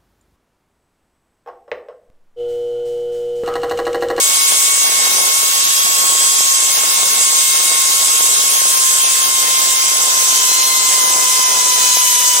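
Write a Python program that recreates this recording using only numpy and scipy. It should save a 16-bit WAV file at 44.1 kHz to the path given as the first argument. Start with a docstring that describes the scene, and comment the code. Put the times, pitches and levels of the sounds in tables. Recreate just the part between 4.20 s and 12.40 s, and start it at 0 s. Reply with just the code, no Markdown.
"""Cable trolley in a head wind

A trolley rolls fast along a steel cable above a hand-held two-port camera. Its wheels bump over the twisted
strands: a bank of sines whose pitch sinks as the ride slows. Rolling noise rings the metal frame (resonant
filters) and roars below it (patchy noise). The head wind buffets each port on its own, as lumpy noise, air hiss
and single-cycle pops, mostly in the left one."""
import sys
import numpy as np
from scipy import signal
from scipy.fft import rfft, irfft, next_fast_len
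from scipy.io import wavfile
from scipy.ndimage import uniform_filter1d, map_coordinates

SR = 44100
rng = np.random.default_rng(int(sys.argv[2]) if len(sys.argv) > 2 else 0)


def boost(x):
    """Linear amplitude factor 10**(x/20) for a level x in decibels (scalar or array-like)."""
    u = np.asarray(x, float) / 20
    return 10 ** u


def generate_wav(signal):
    """Clip the signal to [-1, 1] and save it as 16-bit WAV at the path in sys.argv[1]."""
    frames = np.transpose(np.atleast_2d(signal))
    scaled = np.clip(frames, -1, 1) * 32767
    pcm = np.round(scaled).astype(np.int16)
    wavfile.write(sys.argv[1], SR, pcm)


N = 361619

# strands passing under the wheels: t/s, rate f/Hz
STRAND_RATES = [(0, 1097), (.3, 1092), (.55, 1098), (1.05, 1089), (1.5, 1099), (1.95, 1086), (2.3, 1084),
                (3.05, 1083), (3.3, 1075), (4.25, 1080), (4.45, 1063), (4.75, 1058), (4.93, 1066),
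                (5.25, 1055), (5.65, 1056), (5.8, 1060), (5.97, 1040), (6.7, 1035), (7, 1024), (7.35, 1020),
                (7.75, 1007), (8.2, 992)]
SIDE = np.array([[.5], [-.5]])  # shares a left-right difference between the ports


def unit(x):
    """Scaled to rms 1 along time."""
    return x / np.sqrt(np.mean(x ** 2, axis=-1, keepdims=True) + 1e-20)


def along(points, hz):
    """(f/Hz, value) points read on a log frequency axis."""
    f, v = np.transpose(points)
    return np.interp(np.log(hz + 1), np.log(f + 1), v)


def curves(rows):
    """One value per sample for each column after the time."""
    s, *cols = np.transpose(rows)
    return np.array([np.interp(np.arange(N) / SR, s, c) for c in cols])


def wobble(rate_hz):
    """A smooth random curve, rate_hz knots a second (at most 400)."""
    knots = rng.standard_normal(int(N * 400 / SR))
    return map_coordinates(knots, [np.arange(N) * rate_hz / SR])


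def filtered(x, response):
    """x times a complex response of frequency."""
    m = next_fast_len(N + 8192)
    return irfft(rfft(x, m) * response(np.fft.rfftfreq(m, 1 / SR)), m)[..., :N]


def patches():
    """A random field over frequency and time, smooth over some hundred Hz and some tens of ms."""
    field = rng.standard_normal((257, N // 256 + 2))
    return unit(uniform_filter1d(uniform_filter1d(field, size=9, axis=0), size=7, axis=1))


def rush(spectrum, patchy_db, alike=0, lag_s=0, bend_rad=0):
    """Patchy noise of rms 1; the share alike reaches both ports, left later, its left-right phase patchy too."""
    hz, _, z = signal.stft(rng.standard_normal((3, N)), SR, nperseg=512)
    frames = z.shape[2]
    lead = bend_rad * patches()[:, :frames] - 2 * np.pi * lag_s * hz[:, None]
    alike = alike / (1 + (lag_s * hz[:, None] / 1.64) ** 6)  # a lagged shared part fades out in the treble
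    shared = z[2] * np.exp(.5j * np.array([lead, -lead]))
    ports = np.sqrt(1 - alike) * z[:2] + np.sqrt(alike) * shared
    ports = ports * boost(patchy_db * patches()[:, :frames])
    pair = signal.istft(ports, nperseg=512)[1][:, :N]
    return unit(filtered(pair, lambda hz: boost(along(spectrum, hz))))


def slowing():
    """How far the strand rate lies below the full-speed 1090 Hz, in hundreds of Hz."""
    return (1090 - curves(STRAND_RATES)[0]) / 100


def swells_db(rows, which):
    """Bell-shaped rises and dips in dB from the rows that name this line or resonance."""
    t = np.arange(N) / SR
    return sum(db * np.exp(-(2 * (t - s) / length_s) ** 2)
               for s, length_s, name, db in rows if round(2 * name) == 2 * which)


def whine():
    """Multiples of the strand rate; alternate strands sit unevenly, which adds lines halfway between."""
    # lines: multiple of strand rate, level/dB at full speed, level gain/dB per 100 Hz of slowing,
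    # left-right/dB, left lead/rad at full speed, lead gain/rad per 100 Hz of slowing
    orders = [(1, -26, 4.5, 0.5, -2.1, 0.2), (1.5, -38.5, -1, 0.6, -3.1, 0), (2, -31, -3, 0, 0, 0),
              (2.5, -39, -3, -1.6, -0.7, 0), (3, -28.5, -3, 0, 0, 0), (3.5, -39.5, -1, 0.1, -0.2, 0),
              (4, -36, 0, 1.8, -3.3, 3), (4.5, -38, -1, -5.0, 2.3, 0), (5, -38, -1, -2.5, 0.5, 0),
              (5.5, -38, -1, 0.7, -1.6, 0), (6, -32, -4, 1.5, -1.6, 0)]
    # 2nd line swells and wanders between ports: t/s, left/dB and right/dB over its rule, added left lead/rad
    second = [(0, 3, -1, 1), (.5, 3, -4, .9), (.95, 3, 6, 1.7), (1.2, 2, 0, 1.3), (1.5, -1, -1, 3),
              (2.3, 1, -1, 3), (2.5, 0, -4, .4), (3.1, -2, -4, 0), (3.55, 0, 6, 1.5), (3.9, -2, -12, .5),
              (4.5, -1, -4, -2.9), (5.4, 5, -3, -1.6), (5.8, 3, -12, -2.6), (6.4, 0, 6, -4.6),
              (7.1, 2, 2, -6.3), (7.7, -6, 0, -5.2), (8.2, -6, 3, -4.9)]
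    # 3rd line likewise: t/s, left/dB and right/dB over its rule, added left lead/rad
    third = [(0, 0, 0, -2.4), (.9, -1, -5, -3), (1.3, -2, 2, -2.8), (1.6, -2, 0, -1.2), (2.1, 0, 0, -.9),
             (2.45, -7, 0, -3.1), (3.3, 0, -1, -4), (4, -6, 0, -3), (4.35, -9, 2, -.7), (5, -10, 0, -1.5),
             (5.6, -7, 3, -1.5), (6.2, 1, -2, -5), (7.3, -2, 1, -4.7), (7.8, 6, 0, -5.5),
             (8.2, 5, -1, -5.6)]
    # momentary swells: middle t/s, length/s, multiple, level/dB
    line_swells = [(.35, 1, 6, 6), (.9, .6, 4, 2), (.9, .4, 3.5, 11.5), (1.9, .6, 4, 9), (1.95, 0.53, 1, 2),
                   (3.0, 0.48, 6, 6), (3.3, .7, 4, 6), (3.55, 0.63, 3.5, 11.5), (5.3, 0.59, 3.5, 8),
                   (6.3, 0.72, 1.5, 5), (6.45, 0.64, 4, 10), (7.1, 0.74, 1, 2.5), (7.3, 2.4, 5, 7),
                   (7.7, 0.61, 4, 6.5), (8.1, .7, 6, 4.5)]
    unsteady_hz = 4  # random unsteadiness of the strand rate
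    rate_hz = curves(STRAND_RATES)[0] + unsteady_hz * wobble(11)
    turn = 2 * np.pi * np.cumsum(rate_hz) / SR + 0.14 * wobble(40)
    wander = {2: curves(second), 3: curves(third)}
    slow = slowing()
    out = np.zeros((2, N))
    for multiple, level_db, grows_db, pan_db, lead, lead_grows in orders:
        flutter_db = (.5 + 0.45 * multiple) * wobble(25)  # higher lines are less steady
        if multiple % 1 or multiple == 5:
            flutter_db += 2.4 * wobble(7) + wobble(2)  # the halfway lines and the 5th come and go in bursts
        elif multiple > 3:
            flutter_db += 1.5 * wobble(2.5)  # the other upper lines drift slowly
        *wander_db, swing = wander.get(multiple, np.zeros((3, 1)))
        smear = 0.058 * multiple * wobble(60) + rng.uniform(0, 2 * np.pi)
        line_db = level_db + grows_db * slow + flutter_db + swells_db(line_swells, multiple)
        port_db = line_db + np.array(wander_db) + SIDE * pan_db
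        port_phase = SIDE * (lead + lead_grows * slow + swing)
        out += np.sqrt(2) * boost(port_db) * np.sin(multiple * turn + smear + port_phase)
    return out


def frame():
    """Rolling noise rings each resonance; part reaches both ports alike, with an unsteady lead on one side."""
    # wheel and frame resonances: f/Hz, width at half amplitude f/Hz, left-right/dB, left lead/rad, likeness 0-1
    resonances = [(5940, 640, -0.5, -0.86, 0.53), (6577, 880, 3.5, -1.27, .45),
                  (7820, 1500, -2.5, -0.73, 0.3), (9130, 900, 4, 0.57, 0.1), (11590, 650, 4, -0.41, 0.1)]
    # same order: level/dB at full speed, level gain/dB per 100 Hz of slowing, slow unsteadiness/dB
    ringing = [(-28.5, 5.5, 0.6), (-23, 3.5, .8), (-17.5, -2.5, 1.06), (-23, -2, 0.9), (-31.5, -3.5, 3)]
    # temporary swells and fades: middle t/s, length/s, resonance number from 0, level/dB
    ring_swells = [(.25, .8, 3, 2), (0.95, 0.45, 0, 7), (1.1, 0.61, 2, -4.5), (1.1, 0.401, 3, 4),
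                   (1.904, 1.1, 4, 2), (1.9, 1.14, 2, 2), (1.6, .8, 3, -6), (4.6, 1.6, 3, 4),
                   (4.49, 0.94, 1, 2), (3.55, .8, 2, -1.5), (5.2, .8, 2, 1.5), (5.95, .9, 3, -5),
                   (5.4, 1.2, 4, -5), (6.01, .9, 0, 6.5), (6.46, 0.51, 1, 2), (7.3, 0.69, 0, 4),
                   (7.9, .8, 1, 3)]
    out = np.zeros((2, N))
    slow = slowing()
    flicker_db = 0.67 * wobble(30)  # random level flicker common to all resonances
    quarter = np.array([[1], [1], [1], [-1j]])  # two own noises, a shared one and its quarter-cycle twin
    for k, (hz, width_hz, pan_db, lead, alike) in enumerate(resonances):
        level_db, grows_db, unsteady_db = ringing[k]
        drive = rng.standard_normal((3, N))[[0, 1, 2, 2]]
        ring = unit(filtered(drive, lambda f: quarter / (1 + (2 * (f - hz) / width_hz) ** 2)))
        turn = SIDE * (lead + 1.0 * wobble(20))
        shared = ring[2] * np.cos(turn) - ring[3] * np.sin(turn)
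        ring_db = level_db + grows_db * slow + swells_db(ring_swells, k)
        ring_db = ring_db + unsteady_db * wobble(2.53) + flicker_db + 0.72 * wobble(12)
        mixed = np.sqrt(alike) * shared + np.sqrt(1 - alike) * ring[:2]
        out += boost(ring_db + SIDE * pan_db) * mixed
    return out


def roar():
    """Broad noise of steel wheels on steel under the resonances, a little louder at the right port."""
    # relative spectrum: f/Hz, level/dB per Hz
    roar_spectrum = [(900, -28), (1300, -7), (2000, -6), (2800, -4), (3600, 0.5), (4500, -2), (5000, 3),
                     (5500, -0.5), (7000, -2.5), (9700, -7), (10400, 4), (11000, -5), (13000, -27.5)]
    rolling = rush(roar_spectrum, patchy_db=1.3, alike=.55, lag_s=.00034, bend_rad=.8)
    return boost(np.array([[-17.8], [-16.3]]) + 0.31 * wobble(8)) * rolling


def wind():
    """Lumpy buffeting with single-cycle pops, mostly on the exposed left port, and a flickering air hiss."""
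    # relative buffeting spectrum: f/Hz, level/dB per Hz
    buffet_spectrum = [(25, -30), (90, -39), (200, -15), (420, -1.5), (900, 1.5), (1500, -4.5), (3000, -40),
                       (6000, -125)]
    # relative hiss spectrum: f/Hz, level/dB per Hz
    air_spectrum = [(6000, -29.5), (10000, -12.5), (12000, 4), (14000, 4.5), (15800, 3.5)]
    # some single left pops: t/s, peak level/dB ahead of the wind filter
    single_pops = [(0.323, -9), (1.952, -13), (2.208, -10), (2.831, -10.5), (4.008, -10), (4.418, -12),
                   (4.456, -12), (4.848, -15), (6.15, -22), (6.317, -11), (6.96, -9), (7.025, -12),
                   (7.771, -9)]
    # gusts reach each port at their own time
    gust_db = 1.5 * np.array([wobble(2.69), wobble(3.16)])
    level = boost(-32.5 + gust_db)
    lumps_db = np.array([1.06 * wobble(45) + 2.3 * wobble(12), 2.9 * wobble(45) + 0.67 * wobble(11)])
    buffet = level * unit(boost(lumps_db) * rush(buffet_spectrum, patchy_db=1.3))
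    buffet[0] = filtered(buffet[0], lambda hz: 1 + 1.55 / (1 + ((hz - 170) / 70) ** 2))  # left port booms

    when, size = rng.random((2, 2, N))
    blow_db = np.array([[4], [1.5]]) - 3.7 * np.log(size + 0.035)  # many small eddies, few large
    blows = level * (when < 90 / SR) * boost(blow_db)  # about 90 a second at each port
    for s, peak_db in single_pops:
        blows[0, round(s * SR)] = boost(peak_db)
    u = np.arange(-150, 150) / SR * 2 * np.pi * 600
    push_pull = -u * np.exp(.5 - u * u / 2)  # an eddy pushes, then pulls
    pops = signal.fftconvolve(blows, [push_pull], "same", axes=1)
    pops = filtered(pops, lambda hz: (1j * hz / (180 + 1j * hz)) ** 2)  # the camera's wind filter

    air_db = -21 + 0.1 * wobble(2.8) + 0.37 * wobble(4.6) + np.array([[1.5], [-1.5]])
    air = boost(air_db) * rush(air_spectrum, patchy_db=2.0, alike=0.12, bend_rad=1.9)
    return buffet + pops + air


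def scene():
    """Trolley and wind at the two ports."""
    return whine() + frame() + roar() + wind()


def folded(x, least_alike, fold_hz):
    """Intensity stereo: treble bands alike enough become one signal, in or out of phase on the two sides."""
    frames = dict(fs=SR, window="cosine", nperseg=2048, noverlap=1024)
    lead_in = 717  # samples, sets the frame grid
    hz, _, z = signal.stft(np.pad(x, ((0, 0), (lead_in, 0))), **frames)
    bands = z[:, :-1].reshape(2, 32, 32, -1)  # port, band, bin, frame
    power = np.sum(np.abs(bands) ** 2, axis=2, keepdims=True) + 1e-20
    cross = np.sum(bands[0] * bands[1].conj(), axis=1, keepdims=True).real
    alike = cross / np.sqrt(power[0] * power[1])
    both = bands[0] + np.sign(alike) * bands[1]
    both_power = np.sum(np.abs(both) ** 2, axis=1, keepdims=True) + 1e-20
    left = both * np.sqrt(power[0] / both_power)
    steps = np.round(2 * np.log2(power[1] / power[0]))  # the balance is kept in steps of 1.5 dB
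    pair = np.array([left, np.sign(alike) * left * 2 ** (steps / 4)])
    band_hz = hz[:-1].reshape(32, 32, 1)[:, :1]
    chosen = (np.abs(alike) > least_alike) & (band_hz > fold_hz)
    z[:, :-1] = np.where(chosen, pair, bands).reshape(z[:, :-1].shape)
    return signal.istft(z, **frames)[1][:, lead_in:lead_in + N]


def top_cut(x):
    """Nothing passes above the cut-off."""
    return signal.sosfilt(signal.butter(12, 16870, fs=SR, output="sos"), x)


def record(dry):
    """Loud peaks are rounded off, all above 15.8 kHz is cut, then the treble is folded."""
    rounded = dry / (1 + np.abs(dry) ** 30) ** (1 / 30)
    limited = filtered(rounded, lambda hz: hz < 15800)
    mix = folded(limited, least_alike=0.096, fold_hz=6880)
    return top_cut(mix)


dry = scene()
out = record(dry)
generate_wav(out)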